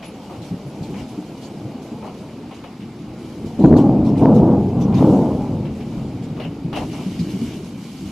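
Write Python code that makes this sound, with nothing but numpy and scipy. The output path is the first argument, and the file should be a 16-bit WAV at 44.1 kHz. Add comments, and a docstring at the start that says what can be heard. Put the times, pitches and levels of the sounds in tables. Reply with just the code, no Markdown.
"""Close thunder outdoors. From the start a far rumble of filtered clicks mutters, with rounded thuds, sine swings
that swell and die; soft scuffs, swishes and spells of rustling, all made of friction grains, sound nearby,
with three faint high whistles of narrow noise early on, over the faint grainy hiss of the open air.
After about 3.6 s a clap breaks: overlapping peals of scattered clicks, topped by single shock fronts, overload
the microphone. From about 5 s it rolls away in echoes, and more thuds follow from about 6 s to the end."""
import sys
import numpy as np
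from scipy import signal
from scipy.fft import rfft, irfft
from scipy.io import wavfile
from scipy.ndimage import uniform_filter1d, minimum_filter1d

SR = 44100
rng = np.random.default_rng(int(sys.argv[2]) if len(sys.argv) > 2 else 0)


def output_pcm(signal):
    """Save a mono or channel-first signal as 16-bit PCM at the path in sys.argv[1].

    Samples are clipped to [-1, 1] before scaling.
    """
    pcm = np.clip(np.atleast_2d(signal).T, -1, 1) * 32767
    wavfile.write(sys.argv[1], SR, np.round(pcm).astype(np.int16))


N = 357651
TIME, HZ = np.arange(N) / SR, np.fft.rfftfreq(N, 1 / SR)  # seconds, Hz
BOOM_HZ, CRACKLE_HZ = 170, 450  # the boom lies below the first, the crackle above the second

# Tone of a shock after its way through the air. Each row: frequency in Hz, gain in dB.
SHOCK_TONE = [(20, -39), (35, -26.5), (52, -17.5), (85, -12.5), (130, -4), (175, -3), (212, 1.5), (300, -1),
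              (400, -8.5), (560, -16), (880, -21), (1130, -33.5), (1550, -48.5), (2600, -80.5)]
# Rounded thuds in the far rumble. Each row: start in seconds, nominal peak in dB, pitch in Hz,
# hold in seconds of the grumble behind it.
FAR_THUDS = [(0.371, -32, 109, 0.05), (0.504, -20, 176, 0.043), (0.65, -28, 141, 0.035),
             (0.802, -25, 158, 0.15), (0.92, -26, 198, 0.11), (1.175, -23.5, 301, 0.041),
             (1.499, -30.5, 215.6, 0.008), (1.644, -26.5, 136, 0.025), (1.745, -26.5, 257, 0.097),
             (1.912, -24, 237, 0.045), (3.423, -23, 220, 0.042), (6.21, -23, 176, 0.018),
             (6.299, -25, 156, 0.008), (6.439, -24, 163, 0.05), (6.64, -21, 167, 0.013),
             (7.057, -19, 186, 0.022), (7.19, -15.5, 170.4, 0.023), (7.329, -20.5, 193, 0.078),
             (7.407, -16, 231.5, 0.0097), (7.999, -27.5, 192, 0.064)]


def roll(lumps_db=1.6, boom_lumps_db=1.6, crackle_lumps_db=0.8):
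    """Shocks from all along the crooked channel overlap; near stretches crackle, far ones boom."""
    # Peals, one for each stretch of the lightning channel. Each row: start in seconds, rise in seconds,
    # hold in seconds, nominal body level in dB, boom in dB relative to the body,
    # crackle in dB relative to the body, fade in dB per second.
    peals = [(3.584, 0.0048, 0.12, -14.5, -8, -15, 17), (3.632, 0.0085, 0.017, -7.5, -6, -13.5, 291),
             (3.7, 0.0055, 0.04, -10, -5, -11.5, 39), (4.183, 0.05, 0.08, -12.5, -6.5, -6.5, 113),
             (4.337, 0.024, 0.18, -15, -4, -8.5, 98), (4.724, 0.032, 0.25, -22.5, 4.5, -10, 87),
             (4.968, 0.067, 0.11, -13.3, -12, -7, 49)]
    power = far_power() + sum(peal_power(*row) for row in peals)
    boom_rms, body_rms, crackle_rms = np.sqrt(power)

    scattered = patchy(clicks(per_s=1600, spread_db=2.0), depth_db=2.5, size=2048)
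    scattered = coloured(scattered, SHOCK_TONE)
    # the single fronts take their share of the peal's power from the scattered ones,
    # weighed against the loudest moment around them
    crest = -minimum_filter1d(-body_rms, size=700)
    arrivals = rfft(steadied(scattered, size=2600) + shocks() / crest)

    # air swallows the treble first, so boom, body and crackle swell by different amounts
    deep = 1 / (1 + (HZ / BOOM_HZ) ** 8)
    sharp = 1 - 1 / (1 + (HZ / CRACKLE_HZ) ** 8)
    boom = steadied(irfft(arrivals * deep, N), size=2200) * boom_rms
    boom = boom * gain_of(boom_lumps_db * lumps(size=2600))
    body = steadied(irfft(arrivals * (1 - deep - sharp), N), size=1400) * body_rms
    crackle = steadied(irfft(arrivals * sharp, N), size=1400) * crackle_rms
    crackle = crackle * gain_of(crackle_lumps_db * lumps(size=2000))

    # faint, far thunder has crossed more turbulent air and comes in lumps (in full at -32 dB)
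    farness = np.clip(-20 * np.log10(body_rms) / 32, 0, 1)
    return (boom + body) * gain_of(lumps_db * farness * lumps(size=2000)) + crackle


def shocks():
    """Stretches of the channel that lie broadside arrive all at once, as single pressure fronts."""
    # Each row: time in seconds, peak in dB before the fronts join the peals.
    front_rows = [(3.582, -8), (3.618, -11.5), (3.642, -2), (3.649, -2), (3.716, -0.5), (3.729, 2.5),
                  (3.742, 0.5), (3.767, -1.5), (3.843, -9), (3.896, -2), (4.226, -2.5), (4.258, -2),
                  (4.434, -7), (5.027, -9.5)]
    fronts = np.zeros(N)
    for s, db in front_rows:
        fronts[round(s * SR)] = gain_of(db)
    one_front = coloured(1. * (TIME == 0), SHOCK_TONE)
    return coloured(fronts, SHOCK_TONE) / abs(one_front).max()


def peal_power(s, rise, hold, db, boom_db, crackle_db, fade_db):
    """A peal swells, holds and fades while the land throws it back: power of boom, body and crackle."""
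    # echo levels of boom, body and crackle relative to the peal's body, if the peal holds for echo_hold_s
    echo_db, echo_hold_s = (-8, -12.5, -20.5), .1
    echo_rise_s, echo_fade_db_per_s = 0.49, 13.5
    age = np.maximum(TIME - s, 0)
    direct = np.minimum(age / rise, 1) * gain_of(-fade_db * np.maximum(age - rise - hold, 0))
    echo = np.minimum(age / echo_rise_s, 1) * gain_of(-echo_fade_db_per_s * age)
    direct_power = np.outer(gain_of([db + boom_db, db, db + crackle_db]), direct) ** 2
    # a longer peal sends back more energy
    echo_power = np.outer(gain_of(db) * gain_of(echo_db), echo) ** 2 * abs(hold) / echo_hold_s
    return direct_power + echo_power


def far_power():
    """The far rumble, with a short grumble behind each thud; the lower the thud, the more it booms."""
    # Each row: time in seconds, nominal body level in dB, nominal crackle level in dB.
    rumble = [(0.0, -40, -42), (1.1, -36, -43.5), (2.1, -35.5, -42), (2.85, -39, -52.5), (3.4, -32.5, -44),
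              (6.3, -32, -46.5), (7.35, -30, -49), (7.7, -35.5, -50), (8.11, -35.5, -61)]
    boom_db = -4  # relative to the body
    grumble_db, grumble_rise_s, grumble_fall_s = -6, 0.0067, 0.014  # level relative to the thud's peak
    times, *columns = np.transpose(rumble)
    body_db, crackle_db = (np.interp(TIME, times, column) for column in columns)
    power = gain_of([body_db + boom_db, body_db, crackle_db]) ** 2
    for s, db, hz, hold in FAR_THUDS:
        deep = 1 / (1 + (hz / BOOM_HZ) ** 4)
        grumble = gain_of(db + grumble_db) * stroke(s, hold, grumble_rise_s, grumble_fall_s)
        power[:2] += np.outer([deep, 1 - deep], grumble ** 2)
    return power


def thuds(swell_s=0.015):
    """Distance strips a shock of its edge and leaves a few low, rounded swings."""
    out = np.zeros(N)
    for s, db, hz, _ in FAR_THUDS:
        age = np.maximum(TIME - s, 0)
        swell = age / swell_s * np.exp(1 - age / swell_s)
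        out += gain_of(db) * swell * np.sin(2 * np.pi * hz * age)
    return out


def scuffs():
    """Each scuff is a first contact, then a short run of gritty grains over a duller scrape."""
    # Scuffs close by. Each row: start in seconds, hold in seconds, nominal grit level in dB,
    # dull body in dB relative to the grit.
    scuff_rows = [(0.025, 0.018, -40.5, -2), (0.297, 0.061, -53, 13), (0.941, 0.071, -47, 5.5),
                  (2.025, 0.065, -52, 16), (2.51, 0.03, -49, 4), (2.638, 0.017, -44.5, 7.5),
                  (2.802, 0.025, -50, -15), (4.155, 0.045, -50.5, -10), (4.923, 0.11, -46, 9),
                  (5.652, 0.017, -46.5, 6), (5.804, 0.018, -46.5, -3), (5.977, 0.04, -55, 12),
                  (6.365, 0.016, -48.5, 11), (6.398, 0.056, -41, 5.5), (6.728, 0.04, -36, 6),
                  (6.763, 0.064, -46, 16), (6.897, 0.66, -50.5, -8), (6.93, 0.085, -54, 15),
                  (7.444, 0.028, -50, -13)]
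    # Tones of grit and body. Each row: frequency in Hz, relative gain in dB.
    grit_tone = [(900, -42), (1300, -7), (1800, -4.5), (2300, 2), (2550, -2), (2850, 3.5), (3300, -6),
                 (4500, -13), (8000, -30)]
    body_tone = [(150, -8.5), (350, 0), (550, 3.5), (720, 4.5), (1020, -0.5), (1300, -8.5), (2200, -42.5)]
    grit, body = np.zeros((2, N))
    for s, hold, db, body_db in scuff_rows:
        contact = stroke(s, 0, rise=.0005, fall=.005)
        rub = gain_of(db) * (contact + stroke(s, hold, rise=0.0015, fall=0.022))
        grit += rub
        body += rub * gain_of(body_db)
    grit = grit * grains(grit_tone, per_s=5000, spread_db=2.5, patchy_db=3)
    body = body * grains(body_tone, per_s=2500, spread_db=2.5, patchy_db=2.2)
    return grit + body


def swishes():
    """Light rubs of fine, high grain set in at once, hold for half their length and die."""
    # Each row: start in seconds, length in seconds, nominal level in dB.
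    swish_rows = [(0.041, 0.046, -48), (0.417, 0.14, -46.5), (0.828, 0.04, -47), (0.958, 0.11, -49),
                  (1.413, 0.083, -46), (2.037, 0.067, -52), (2.542, 0.05, -49), (3.589, 0.14, -48.5),
                  (3.762, 0.045, -40), (4.044, 0.075, -47.5), (4.171, 0.096, -46.5), (4.342, 0.057, -42.5),
                  (4.8, 0.044, -43), (4.941, 0.095, -43), (6.222, 0.06, -49.5), (6.754, 0.05, -38.5),
                  (6.916, 0.05, -48.5), (7.188, 0.04, -42)]
    # Tone of the grain. Each row: frequency in Hz, relative gain in dB.
    tone = [(1200, -20), (2400, -0.5), (3200, -1.5), (4200, 1), (5500, -4), (6700, -5.5), (8500, -13),
            (11500, -16), (14000, -21.5)]
    rubs = sum(gain_of(db) * stroke(s, length / 2, rise=0.0029, fall=0.029)
               for s, length, db in swish_rows)
    return rubs * grains(tone, per_s=7000, spread_db=4.0, patchy_db=4.5)


def rustle(flutter_db=1.07, settle_s=0.072):
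    """A bed of fine grains that swells in spells, stirred by small jerks that settle again."""
    # Spells of rustling. Each row: start in seconds, hold in seconds, nominal level in dB.
    spell_rows = [(0, 1.6, -54.5), (3.154, 0.21, -51.5), (4.95, 0.18, -45.5), (5.69, 0.26, -53.5),
                  (6.76, 0.72, -45.5), (7.796, .3, -46)]
    # Tone of the grain. Each row: frequency in Hz, relative gain in dB.
    tone = [(500, 5.5), (1200, -1), (1750, -12), (2350, 4.5), (2550, -4.5), (2900, 7), (3400, 1.5),
            (5000, 1), (6800, -1), (8500, -7), (11500, -7), (14000, -14.5)]
    rest_db, rise_s, fall_s = -54, 0.034, 0.29  # the bed between spells; the ends of a spell
    settle = np.exp(-1 / (settle_s * SR))
    jerks = signal.lfilter([1], [1, -settle], abs(clicks(per_s=27, spread_db=6.5)))
    flutter = gain_of(flutter_db * evened(jerks - jerks.mean()))
    spells = sum((gain_of(db) * stroke(s, hold, rise_s, fall_s)) ** 2 for s, hold, db in spell_rows)
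    level = np.sqrt(gain_of(rest_db) ** 2 + spells) * flutter
    return level * grains(tone, per_s=6000, spread_db=0.5, patchy_db=1.54)


def chirps(hz=10750, width_hz=170):
    """Faint, fuzzy whistles high in the treble: short strokes of narrow-band noise."""
    # Each row: start in seconds, nominal level in dB.
    chirp_rows = [(.045, -50), (.66, -59), (1.08, -63)]
    band = 1 / (1 + ((HZ - hz) / width_hz) ** 2)
    whistle = irfft(rfft(rng.standard_normal((2, N))) * band, N)
    level = sum(gain_of(db) * stroke(s, 0.044, rise=0.0042, fall=0.014) for s, db in chirp_rows)
    return evened(whistle) * level


def air():
    """The smooth hiss of the open air, a very dense bed of grains."""
    # Tone of the hiss. Each row: frequency in Hz, relative gain in dB.
    tone = [(100, -9), (800, 13.5), (1300, 8), (1750, 1.5), (2350, 6.5), (3300, -1), (5000, -2),
            (8500, -38), (12000, -28), (14000, -28.5)]
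    return gain_of(-48.5) * grains(tone, per_s=20000, spread_db=2, patchy_db=1.5)


def grains(colour, per_s, spread_db, patchy_db):
    """Dense friction grains at rms 1, alike at the two ports in the bass and less so in the treble."""
    # How alike the two microphone ports hear near sounds. Each row: frequency in Hz, likeness from 0 to 1.
    likeness = [(300, 0.93), (2500, 0.77), (4500, 0.32), (8000, 0.46), (13000, 0)]
    shared, left, right = (rfft(evened(clicks(per_s, spread_db))) for _ in range(3))
    same = np.clip(read(likeness, HZ), 0, 1)
    ports = irfft(np.sqrt(same) * shared + np.sqrt(1 - same) * np.array([left, right]), N)
    return evened(coloured(patchy(ports, patchy_db, size=256), colour))


def clicks(per_s, spread_db):
    """Random clicks of either sign, many small and a few large."""
    size = gain_of(spread_db * np.minimum(rng.exponential(1, N), 4))
    return size * rng.choice([-1., 1.], N) * (rng.random(N) < per_s / SR)


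def stroke(s, hold, rise, fall):
    """Envelope of one rub: it sets in, holds while the surfaces slide, and dies (all in seconds)."""
    age = np.maximum(TIME - s, 0)
    return (1 - np.exp(-age / rise)) * np.exp(-np.maximum(age - hold, 0) / fall)


def patchy(x, depth_db, size):
    """Random patches of the spectrum come and go, so the tone keeps shifting a little."""
    z = signal.stft(x, nperseg=size)[2]
    patches = uniform_filter1d(rng.standard_normal(z.shape[-2:]), size=3, axis=0)  # over frequency
    patches = evened(uniform_filter1d(patches, size=3 + 2048 // size, axis=1))  # over time
    return signal.istft(z * gain_of(depth_db * patches), nperseg=size)[1][..., :N]


def coloured(x, points):
    """Filter with the given spectrum; its phase lets the ringing build up to each click."""
    log_gain = np.log(gain_of(read(points, abs(np.fft.fftfreq(N, 1 / SR)))))
    return irfft(rfft(x) * np.exp(signal.hilbert(log_gain))[:len(HZ)], N)


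def steadied(x, size):
    """Takes the slow swells out of a random sound, leaving its grain near rms 1."""
    power = uniform_filter1d(uniform_filter1d(x ** 2, size), size)
    return x / np.sqrt(abs(power) + 1e-20)


def lumps(size):
    """A slow random wobble at rms 1."""
    return evened(uniform_filter1d(uniform_filter1d(rng.standard_normal(N), size), size))


def evened(x):
    """Scales to rms 1."""
    return x / np.sqrt(np.mean(x ** 2) + 1e-20)


def read(points, hz):
    """Reads a spectrum table on a log-frequency axis."""
    f, value = np.transpose(points)
    return np.interp(np.log(hz + 1), np.log(f + 1), value)


def gain_of(db):
    """Decibels to amplitude."""
    return 10 ** (np.asarray(db) / 20)


def hollow(x, hz=2830, width_hz=330):
    """A narrow band of the upper midrange comes twice, which gives near sounds a hollow ring."""
    band = np.exp(-((HZ - hz) / width_hz) ** 4)
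    echo = np.exp(-2j * np.pi * HZ * .01543)  # a delay of 15.43 ms
    return irfft(rfft(x) * (1 + band * echo) / np.sqrt(1 + band ** 2), N)


def scene(low_cut_hz=8):
    """The thunder reaches both ports nearly alike; near sounds are wider."""
    thunder = rfft(roll() + thuds())
    left = thunder * np.exp(-2j * np.pi * HZ * 2e-5)  # 20 microseconds later
    right = thunder * 1j * HZ / (1j * HZ + low_cut_hz)
    # the pairs below are left and right gains in dB
    sky = irfft(np.array([left, right]), N) * gain_of([[.25], [-.25]])
    near = scuffs() * gain_of([[1.1], [-1.1]]) + (swishes() + rustle()) * gain_of([[-.5], [.5]])
    return sky + hollow(near + air()) + chirps()


def record(dry):
    """The loudest fronts overload the microphone and get rounded tops; then the band limit."""
    clipped = dry / (1 + dry ** 12) ** (1 / 12)
    low_pass = signal.firwin(511, 14350, window=("kaiser", 9), fs=SR)  # edge in Hz
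    return signal.oaconvolve(clipped, low_pass[None], "same")


dry = scene()
out = record(dry)
output_pcm(out)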